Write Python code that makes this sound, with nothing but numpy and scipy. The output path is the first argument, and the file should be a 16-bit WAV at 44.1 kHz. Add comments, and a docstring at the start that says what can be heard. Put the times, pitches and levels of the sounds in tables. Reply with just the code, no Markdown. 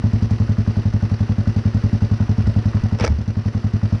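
"""The low, even thump of an idling kart, heard from the driver's helmet as it rolls into a garage.
Each firing of the single-cylinder four-stroke rings the exhaust and slaps back off the walls.
Valves and piston clatter in step with the crank, over stray ticks and the whirr of fan and gears.
The helmet takes a few soft bumps, and near 3 s its visor ratchets with one brief clack."""
import sys
import numpy as np
from scipy import signal
from scipy.fft import rfft, irfft
from scipy.io import wavfile

SR = 44100
rng = np.random.default_rng(int(sys.argv[2]) if len(sys.argv) > 2 else 0)


def store_wav(level_fs):
    """Save 16-bit WAV to argv[1]."""
    pcm = np.round(np.clip(np.atleast_2d(level_fs), -1, 1) * 32767)
    wavfile.write(sys.argv[1], SR, pcm.T.astype(np.int16))


N = 176400
TIME = np.arange(N) / SR
RUN_IN_S = 0.1  # the engine is already turning this long before the scene opens

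# The swell and dip of the thump. Each row: time in seconds, level in dB.
EXHAUST_LEVELS = [(0, 5), (.6, 2.8), (1.1, 2.26), (2.4, 3.1), (2.9, 2), (3.17, -3), (3.3, -0.5), (3.6, 0.5),
                  (4, 2.9)]
# The boom of exhaust and garage. Each row: pitch in Hz, level in dB, t60 in seconds, polarity.
EXHAUST_RESONANCES = [(61.4, -10, 0.11, -1), (109.8, -9.5, 0.15, 1), (138.7, -19, .14, 1),
                      (207, -7.5, 0.02, 1), (228.2, -9, 0.12, -1), (389.5, -30.5, 0.055, -1),
                      (428.3, -31.5, 0.12, 1), (576.2, -31, 0.055, 1), (855, -27.5, 0.02, -1)]
# Slap off the walls. Each row: delay in seconds, gain at the door, gain inside the garage.
WALL_ECHOES = [(.0111, 0.31, 0.34), (0.0204, 0.34, 0.51), (.0285, .05, -.04), (0.037, 0.18, -0.025)]
def exhaust():
    """Each firing's pressure pulse rings the low resonances; its echoes shift as the kart rolls in."""
    roll_in_s, firing_spread_db, mode_spread_db = 0.82, 0.25, 0.55
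    paths = [(0.0004, 0.66, 0.83)] + WALL_ECHOES  # the direct sound, then the walls
    firings, lead = crank_times(0), int(RUN_IN_S * SR)
    firing_db = curve(EXHAUST_LEVELS, firings) + rng.normal(0, firing_spread_db, len(firings))
    thump = 0
    for hz, mode_db, t60, polarity in EXHAUST_RESONANCES:
        gain = from_db(firing_db + mode_db + rng.normal(0, mode_spread_db, len(firings)))
        pulses = 0
        for delay, at_door, inside in paths:
            path_gain = np.interp(firings, [0, roll_in_s], [at_door, inside])
            pulses += clicks(firings + RUN_IN_S + delay, gain * path_gain, size=N + lead)
        thump += np.sign(polarity) * ring(pulses, hz, t60)
    thump = butter(thump, hz=710, kind="low")
    return butter(thump, hz=65.3, kind="high")[lead:]


# The wavering idle. Each row: time in seconds, firings per second.
IDLE_SPEED = [(0.08, 10.5), (0.18, 11.45), (0.44, 10.87), (0.54, 11.15), (0.72, 10.4), (0.81, 11.99),
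              (1.16, 11.0), (1.34, 11.5), (1.43, 11.02), (1.79, 10.9), (1.97, 10.95), (2.07, 10.73),
              (2.16, 11.19), (2.42, 11.2), (2.61, 10.7), (2.79, 11.29), (3.14, 11.52), (3.23, 10.66),
              (3.41, 11.39), (3.59, 10.62)]
def crank_times(share):
    """The moments, in seconds, at which the engine passes a given share of its cycle."""
    first_firing_s = 0.0372
    time = np.arange(-RUN_IN_S * SR, N) / SR
    cycles = np.cumsum(curve(IDLE_SPEED, time)) / SR
    cycles -= np.interp(first_firing_s, time, cycles)
    passes = np.arange(-1, np.ceil(cycles[-1])) + share
    return np.interp(passes, cycles, time, left=-1, right=-1)


# One fader for clatter and whirr. Each row: time in seconds, level in dB.
MACHINERY_LEVELS = [(0, 0), (1, 0), (2.4, 1.06), (2.9, 0.5), (3.2, -2.5), (4, 0.5)]
CLATTER_WET_DB = -4
def machinery():
    """The engine's knocks and ringing metal spill into the garage, over a steady whirr."""
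    knocks = valves_and_piston()
    clatter = knocks + fins_and_covers(knocks)
    return (whirr() + garage(clatter, CLATTER_WET_DB)) * from_db(curve(MACHINERY_LEVELS, TIME))


# Knocks and puffs. Each row: share of the cycle, level in dB, decay in seconds, centre in Hz.
CYCLE_KNOCKS = [(1, -35, 0.0069, 587), (0.014, -38.5, 0.0059, 4930), (0.096, -41.5, 0.011, 910),
                (.26, -33, 0.011, 446), (.25, -39, 0.01, 1490), (.34, -48, 0.018, 570),
                (.3, -39, 0.0049, 3670), (0.9, -39, 0.0039, 1000), (1, -45, 0.00067, 8300),
                (.86, -35, 0.0047, 1130), (1, -38.5, 0.0034, 840)]
def valves_and_piston():
    """Valves, piston and gas give short gritty bursts at their own points in every cycle."""
    spread_db, jitter_s, rise_s, band_ratio = 0.5, 0.0017, 0.0011, 1.562
    knocks = 0
    for share, db, decay_s, hz in CYCLE_KNOCKS:
        starts = crank_times(share)
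        late, strong = rng.standard_normal((len(starts), 2)).T
        hits = clicks(starts + jitter_s * late, from_db(db + spread_db * strong))
        envelope = fade(fade(hits, decay_s), rise_s) / (rise_s * SR)  # the second fade softens the attack
        knocks += envelope * grit(hz / band_ratio, hz * band_ratio)
    return knocks


# The engine's metallic edge. Each row: pitch in Hz, relative level in dB, t60 in seconds.
METAL_RESONANCES = [(835, -18, 0.3), (1320, -29, 0.29), (1516, -4, 0.088), (1980, -8.5, 0.038),
                    (2102, -12, 0.036), (2810, -6.5, 0.054), (4770, -5, .03), (5400, -7, 0.029)]
def fins_and_covers(knocks):
    """The knocks set the engine's fins and covers ringing."""
    metal, boost_db = 0, 11
    for hz, db, t60 in METAL_RESONANCES:
        unity_at_peak = 2 * np.log(1000) / (t60 * SR)
        metal += from_db(db + boost_db) * unity_at_peak * ring(knocks, hz, t60)
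    return metal


# The ratchet's teeth catching. Each row: start in seconds, level in dB, treble roll-off in Hz.
RATCHET_CONTACTS = [(2.9873, -9, 2980), (2.9987, -2, 5000), (3.0085, -2.5, 7000), (3.0166, -7, 1500),
                    (3.025, -5.5, 3430), (3.0396, 4.5, 1810), (3.0445, 4.5, 2610), (3.0483, 4, 8100),
                    (3.0622, -3, 3900), (3.0675, -1, 2000), (3.0768, -2.5, 7000)]
# The plastic tone of visor and helmet. Each row: pitch in Hz, level in dB, t60 in seconds.
SHELL_RESONANCES = [(296, -27, 0.098), (475, -16, 0.036), (649, -22.5, 0.064), (875, -23.5, 0.042),
                    (1324, -24.5, 0.025), (1690, -19.5, 0.011), (2260, -21, 0.028), (3470, -36, 0.017),
                    (4870, -23, 0.018), (5460, -21.5, 0.015)]
def visor():
    """The visor scrapes over its ratchet, hardest at the clack; each contact cracks and rings the shell."""
    scrape_db, rise_s, fall_s = -24, 0.045, 0.022
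    crack_db, mode_spread_db = -15, 2.5
    clack_s = max(RATCHET_CONTACTS, key=lambda row: row[1])[0]
    pressure = np.exp(-np.abs(TIME - clack_s) / np.where(TIME < clack_s, rise_s, fall_s))
    pressure *= TIME > RATCHET_CONTACTS[0][0]
    ratchet = from_db(scrape_db) * pressure * grit(low_hz=380, high_hz=2280)
    for start, db, bright_hz in RATCHET_CONTACTS:
        hit = clicks(np.array([start]), from_db([db]))
        burst = fade(hit, decay_s=0.0027) * rng.standard_normal(N)
        crack = from_db(crack_db) * butter(burst, hz=350, kind="high")
        shell = sum((-1) ** k * ring(hit, hz, t60) * from_db(rng.normal(mode_db, mode_spread_db))
                    for k, (hz, mode_db, t60) in enumerate(SHELL_RESONANCES))
        ratchet += butter(crack + shell, bright_hz, "low", order=1)
    return garage(ratchet, wet_db=-37)


# Dull bumps. Each row: start in seconds, level in dB, pitch in Hz, t60 in seconds.
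HELMET_BUMPS = [(2.429, -11.5, 70.59, 0.19), (2.792, -27, 29.49, 0.13), (3.004, -25, 71.8, 0.6),
                (3.071, -9, 72.7, 0.47), (3.09, -26, 32.3, .2)]
def helmet_bumps():
    """Soft pushes on the helmet swell and die as low booms."""
    booms, rise_s = 0, 0.03
    for start, db, hz, t60 in HELMET_BUMPS:
        age = np.maximum(TIME - start, 0)
        swell = np.minimum(age / rise_s, 1)
        decay = from_db(db - 60 * np.maximum(age - rise_s, 0) / t60)
        booms += swell * decay * np.sin(2 * np.pi * hz * age)
    return booms


# Stray sharp ticks. Each row: start in seconds, level in dB.
LOOSE_TICKS = [(0.232, -30.5), (.3087, -32), (0.6754, -35), (2.472, -29), (3.2156, -34)]
def loose_parts():
    """Now and then a loose part of the kart ticks above the clatter."""
    starts, db = np.transpose(LOOSE_TICKS)
    envelope = fade(clicks(starts, from_db(db)), decay_s=0.00087)
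    return garage(envelope * grit(low_hz=1900, high_hz=9300), CLATTER_WET_DB)


# The colour of the whirr. Each row: frequency in Hz, relative level in dB.
WHIRR_SPECTRUM = [(25, -1.5), (60, 15), (130, 5), (230, 5.5), (340, 8), (480, -1), (700, -9.5), (1100, -5),
                  (1500, -6.5), (1950, -6), (2250, -11), (2850, -8.5), (3400, -16.5), (4800, -11.5),
                  (6000, -20), (8000, -22.5), (10500, -17)]
def whirr():
    """Fan and gears lay down a grainy bed of noise with a slight flutter."""
    bed_db, flutter_db = -34.5, 1.54
    flutter = rms_one(butter(rng.standard_normal(N), hz=55, kind="low"))
    return from_db(bed_db + flutter_db * flutter) * rms_one(colour(grains(), WHIRR_SPECTRUM))


def garage(x, wet_db, t60=0.31):
    """The cluttered garage adds a short diffuse tail, starting at the first wall echo."""
    tail = rng.standard_normal(N) * from_db(-60 * TIME / t60) * (TIME > WALL_ECHOES[0][0])
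    return x + from_db(wet_db) * signal.fftconvolve(x, tail / np.linalg.norm(tail))[:N]


def grains(unevenness_db=3):
    """Gritty noise of many tiny impacts of uneven size."""
    return rms_one(rng.standard_normal(N) * from_db(unevenness_db * np.minimum(rng.exponential(1, N), 5)))


def grit(low_hz, high_hz):
    """One band of gritty noise at unit rms."""
    return rms_one(butter(grains(), [low_hz, high_hz], "band"))


def clicks(seconds, gain, size=N):
    """One click at each time."""
    at = np.round(seconds * SR).astype(int)
    inside = (at >= 0) & (at < size)
    return np.bincount(at[inside], gain[inside], size)


def ring(x, hz, t60):
    """A unit click rings a sine of height 1 that falls 60 dB in t60 seconds."""
    radius, angle = from_db(-60 / (t60 * SR)), 2 * np.pi * hz / SR
    return signal.lfilter([0, np.sin(angle)], [1, -2 * radius * np.cos(angle), radius ** 2], x + 1e-18)


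def fade(x, decay_s):
    """Each click becomes a dying envelope."""
    return signal.lfilter([1], [1, -np.exp(-1 / (decay_s * SR))], x + 1e-18)


def butter(x, hz, kind, order=2):
    """Causal Butterworth filter."""
    sections = signal.butter(order, np.clip(hz, 10, 0.45 * SR), kind, fs=SR, output="sos")
    return signal.sosfilt(sections, x + 1e-18)


def colour(x, points):
    """Equalise a sound along (Hz, dB) points."""
    hz, db = np.transpose(points)
    bins = np.fft.rfftfreq(2 * N, 1 / SR) + 1
    gain = from_db(np.interp(np.log(bins), np.log(hz), db))
    return irfft(rfft(x, 2 * N) * gain)[:N]


def curve(rows, seconds):
    """Read a curve at the given times."""
    return np.interp(seconds, *np.transpose(rows))


def from_db(db):
    """Decibels to gain."""
    return 10 ** (np.asarray(db) / 20)


def rms_one(x):
    """Scale to unit rms."""
    return x / np.sqrt(np.mean(x ** 2) + 1e-20)


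def scene():
    """Kart and helmet, mixed in mono."""
    return (exhaust() + machinery() + loose_parts() + visor() + helmet_bumps())[None]


# The muffled tone of the camera housing. Each row: frequency in Hz, gain in dB.
HOUSING_TONE = [(20, 0), (5000, -5), (6050, 0.5), (6600, -14), (7500, -12), (8800, -18.5), (10500, -21),
                (11500, -26.5)]
def record(dry):
    """The camera housing dulls the treble, and the very top is cut away."""
    cutoff_hz = 12500
    top_cut = signal.cheby2(12, 60, cutoff_hz, fs=SR, output="sos")
    return signal.sosfilt(top_cut, colour(dry[0], HOUSING_TONE))[None]


dry = scene()
out = record(dry)
store_wav(out)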